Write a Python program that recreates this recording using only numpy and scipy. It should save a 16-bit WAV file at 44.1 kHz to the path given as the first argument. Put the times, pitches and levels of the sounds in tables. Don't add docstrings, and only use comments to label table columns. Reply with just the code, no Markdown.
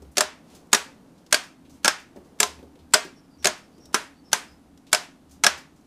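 import sys
import numpy as np
from scipy import signal
from scipy.fft import rfft, irfft
from scipy.io import wavfile
from scipy.ndimage import uniform_filter1d

SR = 44100
rng = np.random.default_rng(int(sys.argv[2]) if len(sys.argv) > 2 else 0)


def digitize_waveform(pressure):
    field = np.atleast_2d(pressure).T
    bounded = np.clip(field, -1, 1)
    quanta = np.round(bounded * 32767).astype(np.int16)
    wavfile.write(sys.argv[1], SR, quanta)


def undo_db(level):
    steps = np.asarray(level, float) / 20
    return 10 ** steps


N = 258426

# f/Hz, level/dB
SKIN_SPECTRUM = [(300, -9.5), (1000, 2.5), (3000, 4), (6000, 2), (10000, -4.5), (15000, -12)]


def read(points, hz):
    f, value = np.transpose(points)
    return np.interp(np.log(hz + 1), np.log(f + 1), value)


def peaked(x):
    return x / (abs(x).max() + 1e-12)


def evened(x):
    return x / np.sqrt(np.mean(x ** 2) + 1e-20)


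def coloured(x, points):
    gain = undo_db(read(points, np.fft.rfftfreq(len(x), 1 / SR)))
    return irfft(rfft(x) * gain, len(x))


def add(mix, s, sound):
    part = mix[max(round(s * SR), 0):][:len(sound)]
    part += sound[:len(part)]


def swells(rows, rest_db):
    t = np.arange(N) / SR
    bells = [undo_db(db) * np.exp(-(2 * (t - s) / length_s) ** 2) for s, db, length_s in rows]
    return undo_db(rest_db) + sum(bells)


def flicks():
    # t/s, peak level/dB, metal f/Hz, board level/dB re peak, thud level/dB re peak
    leads = [(0.1700, -9.5, 5650, -22, -8), (0.7299, -0.5, 6220, -12.5, -16.5),
             (1.3259, -0.5, 6260, -16.5, -20.5), (1.8464, -5, 6220, -11, -17.5),
             (2.4019, -0.5, 7400, -17.5, -21.5), (2.9367, -2.5, 7480, -9.5, -37.5),
             (3.445, -6.5, 5440, -19, -12.5), (3.9433, -4, 5710, -7, -18.5),
             (4.33, -0.5, 5930, -11.5, -24.5), (4.9294, 1, 7790, -13, -19.5),
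             (5.4374, -3.5, 5760, -15, -34)]
    followers = [(0.181, -1.5, 6780, -20, -19), (0.2069, -4.5, 7370, -10.5, -16.5),
                 (0.7467, -2.5, 5600, -13.5, -30.5), (1.3435, -3.5, 4640, -12.5, -31.5),
                 (1.8558, -7, 5530, -9.5, -29), (1.8787, 4, 5560, -10, -33.5), (2.43, -1.5, 5920, -21, -20),
                 (2.941, -1.5, 5170, -15, -17), (2.9482, -13.5, 6470, -9.5, -11.5),
                 (3.4552, -1, 6630, -28, -18), (3.4693, -6, 6520, -10, -18.5), (3.9465, -9, 5940, -22, -18),
                 (4.9466, -4.5, 4884, -22.5, -26), (5.4426, -4, 5130, -15, -15.5),
                 (5.465, 3, 5160, -10.5, -24)]
    flick_sides = [0, 1, 2, 0, 1, 2, 0, 1, 1, 2, 0]
    near, sent = np.zeros((2, N))
    levers = [(*row, -14.5) for row in leads] + [(*row, -17.5) for row in followers]
    lead_s = np.transpose(leads)[0]
    for s, *row in sorted(levers):
        flick = np.searchsorted(lead_s, s, "right") - 1
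        direct, spread = snap(*row, flick_sides[flick])
        add(near, s - 0.02, direct)
        add(sent, s - 0.02, spread)
    return near, sent


def snap(db, metal_hz, board_db, thud_db, edge_db, side):
    # f ratio, level/dB, t60/s
    metal_modes = [(.5, -12.5, .004), (.66, -1, 0.0064), (.82, -2.5, .005), (1.0, 7, .008),
                   (1.16, -1.5, .005), (1.4, -5.5, 0.0049), (1.7, -11, 0.0024), (2.1, -14.5, .003)]
    # f/Hz, level/dB, t60/s
    board_modes = [(930, -9, 0.017), (1100, -10, 0.041), (1370, -5, 0.091), (1605, 4, 0.061),
                   (1710, 6, 0.027), (2170, -1, 0.036), (2700, -10.5, 0.0027), (3280, -13.5, 0.034)]
    # f/Hz, t60/s, level/dB driven from near edge, right edge, left edge
    panel_modes = [(221, 0.056, -6, -8, -14.5), (316, 0.036, -5.5, -13.5, -17.5),
                   (397, .07, -2, -11.5, -16.5), (425.3, 0.11, -13.5, -1, -7.5), (620, .08, 2.5, -5, 4.5),
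                   (712, 0.097, -2, -1.5, 0.5), (907, .07, -7.5, 3, -9.5), (1023, 0.086, -13, 3.5, -9)]
    # f/Hz, level/dB
    crack_spectrum = [(180, -44), (500, -20), (1500, 1.5), (3000, -2.5), (6000, -3), (9000, -3),
                      (12000, -11.5), (15000, -38)]
    # f/Hz, level/dB
    spread_spectrum = [(120, -32.5), (250, -13), (600, -4.5), (1500, -2), (2700, -3), (5500, -5),
                       (8000, -8.5), (11000, -16), (15000, -29.5), (15600, -50.5)]
    side_edge_db = [-1, 1.5, -0.5]

    t, lead_s = np.arange(4096) / SR, 0.02
    edge_db = edge_db + side_edge_db[side]
    luck = rng.standard_normal((2, 8))
    chance = rng.random(4096)
    noise = rng.standard_normal((2, 4096))

    after = t - lead_s
    rattle_ms = 1.63 + 0.027 * max(db, 0)
    u = np.maximum(after, 0) * 1000 / rattle_ms
    release = 0.13 * np.exp(-abs(after) / 0.0015) * (after > -0.0022)
    rattle = u ** 0.84 * np.exp(1 - u)
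    settling = 0.25 * (after > 0) * np.exp(-after / 0.016)
    chatter = release + rattle + settling
    blows = chatter * noise[0] * (chance < 0.25)

    def heard(response):
        return peaked(signal.fftconvolve(blows, response)[:4096])

    edge = [(250, -22), (650, -1.0), (6000, 0.0034), (10000, 0.72 * (edge_db + 14))]
    crack = coloured(peaked(coloured(chatter * noise[1], crack_spectrum)), edge)
    metal = heard(coloured(ring(metal_modes, t, luck, scale_hz=metal_hz), edge))
    board = heard(ring(board_modes, t, luck[:, ::-1]))
    driven = [(hz, sides[side], t60) for hz, t60, *sides in panel_modes]
    thud = heard(ring(driven, t, -0.2 * luck) * (1 - np.exp(-t / 0.004)))
    direct = peaked(metal + 1.1 * crack)
    direct = direct + undo_db(board_db + 2.5) * board + undo_db(thud_db + 1.5) * thud

    pulse = coloured(np.arange(4096) == round(lead_s * SR), spread_spectrum)
    tilt = [(500, 0.3 * (thud_db + 25.0)), (1600, 0.82 * (board_db + 15.5)), (4000, 0.0052),
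            (6000, 0.0021), (10000, 1.1 * (edge_db + 13.5))]
    even = np.linalg.norm(direct) * coloured(pulse / np.linalg.norm(pulse), tilt)
    spread = 0.1 * direct + 0.41 * undo_db(thud_db) * thud + 0.74 * even
    return undo_db(min(db, 0)) * np.array([direct, spread])


def ring(modes, t, detune, scale_hz=1):
    hz, db, t60_s = np.transpose(modes)[:, :, None]
    luck = detune[:, :len(modes), None]
    hz = np.minimum(hz * scale_hz * (1 + 0.041 * luck[0]), 15500)
    decay = undo_db(db + 1.7 * luck[1] - 60 * t / t60_s)
    return (decay * np.sin(2 * np.pi * hz * t)).sum(0)


def fingers():
    # t/s, trip t/s, level/dB
    pushes = [(0.155, .169, -55), (0.718, 0.732, -47), (1.309, 1.321, -47.5), (1.831, 1.856, -55.5),
              (2.388, 2.402, -52), (2.922, 2.939, -54), (3.426, 3.445, -48), (3.929, 3.947, -48.5),
              (4.317, 4.329, -42), (4.917, 4.925, -45.5), (5.43, 5.447, -57.5)]
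    # t/s, peak level/dB, brightest f/Hz
    brushes = [(0.1144, -52, 9000), (0.499, -52.5, 6000), (0.5478, -42.5, 6170), (1.1776, -52, 4740),
               (1.4346, -42, 5800), (1.6496, -53.5, 2840), (1.97, -50, 2270), (1.9972, -44, 5830),
               (2.7894, -52, 3780), (3.5774, -44, 6100), (4.8665, -47.5, 3850), (5.0294, -40.5, 3010),
               (5.576, -35.5, 5040), (5.5876, -55.5, 7500), (5.8444, -63, 5420)]
    # t/s, peak level/dB, knock level/dB re peak, brightest f/Hz
    landings = [(0.0204, -46.5, 8.5, 5900), (0.0494, -55.5, 5.5, 3280), (2.16, -51.5, 17.5, 5020),
                (2.1675, -45, 8.5, 1970), (2.5894, -50.5, 14, 2170), (2.6271, -55, 20, 3660),
                (2.7544, -51, 8, 3130), (2.9073, -53.5, 5, 5480), (3.0484, -37, 5, 5480),
                (3.7798, -51.5, 9, 5500), (5.8094, -59, -4.5, 6220)]
    # t/s, peak level/dB, brightest f/Hz
    nails = [
        (0.668, -55.5, 7990),
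        (1.2635, -43.5, 4500),
        (3.855, -42, 5520),
        (4.7745, -46, 4740),
    ]
    # t/s, peak level/dB, brightest f/Hz
    rubs = [
        (1.695, -49.5, 6020),
        (1.7392, -52, 7400),
        (2.245, -54.5, 6040),
        (5.293, -54.5, 6000),
        (5.31, -44.5, 6150),
        (5.76, -54, 6100),
    ]
    mix = np.zeros(N)
    for rows, length_ms in (brushes, 23), (nails, 4.4), (rubs, 35):
        for s, db, hz in rows:
            add(mix, s, touch(db, -11, length_ms, hz))
    for s, db, knock_db, hz in landings:
        add(mix, s, touch(db, knock_db, 7.8, hz))
    for s, trip_s, db in pushes:
        add(mix, s, push(trip_s - s, db))
    return mix


def touch(db, knock_db, length_ms, bright_hz):
    # f/Hz, level/dB
    knuckle = [(90, -18.5), (200, -1), (380, 4.5), (600, -9), (1000, -18.5), (2000, -41)]
    t = np.arange(4096) / SR
    grain = rng.standard_normal(4096) * undo_db(2.2 * np.minimum(rng.exponential(1, 4096), 4))
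    colour = [(0.2 * bright_hz, -18), (0.6 * bright_hz, -6), (bright_hz, 0),
              (1.5 * bright_hz, -6), (2.5 * bright_hz, -15), (40000, -35)]
    slip = coloured(grain, colour) * (1 - np.exp(-t / 0.00076))
    slip = slip * np.exp(-t * 1000 / np.clip(length_ms, 1, 40))
    knock = coloured(rng.standard_normal(4096), knuckle)
    knock = knock * (1 - np.exp(-t / 0.001)) * np.exp(-t / 0.02)
    return undo_db(db) * (peaked(slip) + undo_db(knock_db - 1.5) * peaked(knock))


def push(length_s, db):
    creak = coloured(rng.standard_normal(2048), SKIN_SPECTRUM)[:round(length_s * SR)]
    return undo_db(db) * evened(creak) * np.linspace(1, 0.8, len(creak))


def hands():
    # t/s, level/dB
    busy = [(0.05, -53.5), (0.171, -67.5), (0.54, -49.5), (0.68, -54), (0.94, -52.5), (1.24, -56),
            (1.5, -67), (1.75, -57.5), (2.0, -63), (2.19, -54), (2.5, -51.5), (2.9, -61), (3.3, -61),
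            (3.92, -52), (4.2, -63.5), (4.44, -49.5), (4.75, -67.5), (5.4, -63)]
    # f/Hz, level/dB
    shuffle_spectrum = [(60, -14), (120, -5), (250, -5.5), (450, 0.0), (800, -8), (1500, -17), (3000, -38)]
    # t/s, level/dB, length/s
    leans = [(0.06, -48, .12), (0.27, -61, 0.076), (0.55, -65, 0.064), (1.75, -63, 0.16),
             (2.19, -61, 0.076), (2.58, -56, .35), (2.84, -59, 0.059), (3.44, -53, .12), (3.9, -63.5, .15),
             (4.55, -57.5, 0.11), (5.35, -58, .14), (5.52, -52.5, .1)]
    # t/s, level/dB, length/s
    sweeps = [
        (0.54, -63.5, .12),
        (1.75, -71, .1),
    ]

    busy_db = np.interp(np.arange(N) / SR, *np.transpose(busy))
    shuffle = undo_db(busy_db - 6.5) * evened(coloured(rng.standard_normal(N), shuffle_spectrum))

    table_spectrum = [(45, -28.0), (62, -2.5), (75, 2.0), (88, -3.0), (115, -45.0)]
    rumble = evened(coloured(rng.standard_normal(N), table_spectrum))
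    wander = evened(uniform_filter1d(uniform_filter1d(rng.standard_normal(N), 3000), 3000))
    table_hz = 74 * (1 + 0.036 * wander)
    table = np.sqrt(2) * np.sin(2 * np.pi * np.cumsum(table_hz) / SR)
    shaking = undo_db(-69.5) * rumble + swells(leans, -91.5) * (table + 0.3 * rumble)

    grain = rng.standard_normal(N) * undo_db(2.5 * np.minimum(rng.exponential(1, N), 5))
    rustle = evened(coloured(grain, SKIN_SPECTRUM))
    sleeves = swells(sweeps, -71.5) * undo_db(0.2 * (busy_db - busy_db.mean())) * rustle
    return shuffle + shaking + sleeves


def room(x):
    # f/Hz, t60/s
    decay = [(150, 0.36), (500, 0.35), (1500, 0.36), (4000, 0.31), (8000, 0.3), (14000, 0.29)]
    at = np.arange(180, SR // 2 - 10, 10) + rng.integers(0, 10, (3, (SR // 2 - 181) // 10))
    bounce = rng.choice([-1., 1.], at.shape) * undo_db(2.5 * rng.standard_normal(at.shape))
    taps = np.zeros((3, SR // 2))
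    np.put_along_axis(taps, at, bounce, 1)
    hz, t, z = signal.stft(taps, SR, nperseg=128)
    fade = undo_db(-60 * t / read(decay, hz)[:, None]) * (1 + 0.6 * np.exp(-t / 0.015))
    tails = signal.istft(z * fade, SR, nperseg=128)[1]
    phase = np.arange(N) / SR * 1.3 + np.arange(3)[:, None] / 3
    turns = np.sqrt(2 / 3) * np.cos(np.pi * phase)
    return signal.fftconvolve(x * turns, tails / np.linalg.norm(tails[0]), axes=1).sum(0)[:N]


def bird():
    # t/s, length/s, start f/Hz, end f/Hz, level/dB
    twitter = [(3.148, 0.069, 5580, 5370, -66.5), (3.173, 0.027, 5050, 4930, -70.5),
               (3.22, 0.055, 5250, 5150, -74.5), (3.295, .09, 4870, 4650, -70),
               (3.375, .065, 5660, 5540, -62), (3.596, 0.081, 5450, 5340, -69.5),
               (3.717, .07, 4630, 4850, -70), (3.783, 0.11, 5600, 5440, -62.5),
               (4.144, .07, 4524, 4550, -69), (4.235, 0.082, 5400, 5160, -64.5),
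               (4.46, 0.097, 5050, 5050, -65)]
    far = np.zeros(N)
    for s, *row in twitter:
        add(far, s, chirp(*row))
    return far


def chirp(length_s, start_hz, end_hz, db):
    t = np.arange(0, length_s, 1 / SR)
    flutter = uniform_filter1d(rng.standard_normal((8192, 2)), 120, 0)[:len(t)] @ [1, 1j]
    turn = np.exp(2j * np.pi * np.cumsum(np.linspace(start_hz, end_hz, len(t))) / SR)
    return undo_db(db) * evened((flutter * turn).real) * signal.windows.tukey(len(t), 0.6)


def standing():
    # f/Hz, width/Hz, level/dB
    resonances = [(172, 67, -62), (265.6, 79, -58)]
    hz = np.fft.rfftfreq(N, 1 / SR)
    mix = np.zeros(N)
    for f_hz, width_hz, db in resonances:
        z = rfft(rng.standard_normal(N)) / (1 + (2 * (hz - f_hz) / width_hz) ** 2)
        mix += undo_db(db) * evened(irfft(z, N))
    return mix


def hum():
    # f/Hz, density level/dB per Hz
    hum_spectrum = [(12, -47.5), (20, -13), (65, -4), (110, -12.5), (150, -3), (210, -3.5), (270, 2),
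                    (485, -14), (718, -11), (1570, -21), (1860, -25), (5380, -35), (9950, -32.5),
                    (13900, -40), (16000, -56)]
    frames, hz = N // 256 + 5, np.fft.rfftfreq(1024, 1 / SR)
    a, b, patches = rng.standard_normal((frames, 513, 3)).T
    patches = evened(uniform_filter1d(uniform_filter1d(patches, 8, 0), 12, 1))
    z = (a + 1j * b) * undo_db(read(hum_spectrum, hz)[:, None] + 0.43 * patches)
    return undo_db(-58) * evened(signal.istft(z, nperseg=1024, noverlap=768)[1][:N])


def scene():
    near, sent = flicks()
    skin = fingers()
    far = bird()
    board = near + skin + undo_db(-9.0) * room(sent + skin + 1.3 * far)
    board = signal.sosfilt(signal.butter(4, 185, "high", fs=SR, output="sos"), board)
    return (board + far + hum() + standing() + hands())[None]


def top_cut(x):
    return signal.sosfilt(signal.butter(12, 16310, fs=SR, output="sos"), x)


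def record(dry):
    edge = signal.firwin(127, 15300, window=("kaiser", 6), fs=SR)
    return top_cut(signal.oaconvolve(dry, edge[None], "same"))


dry = scene()
out = record(dry)
digitize_waveform(out)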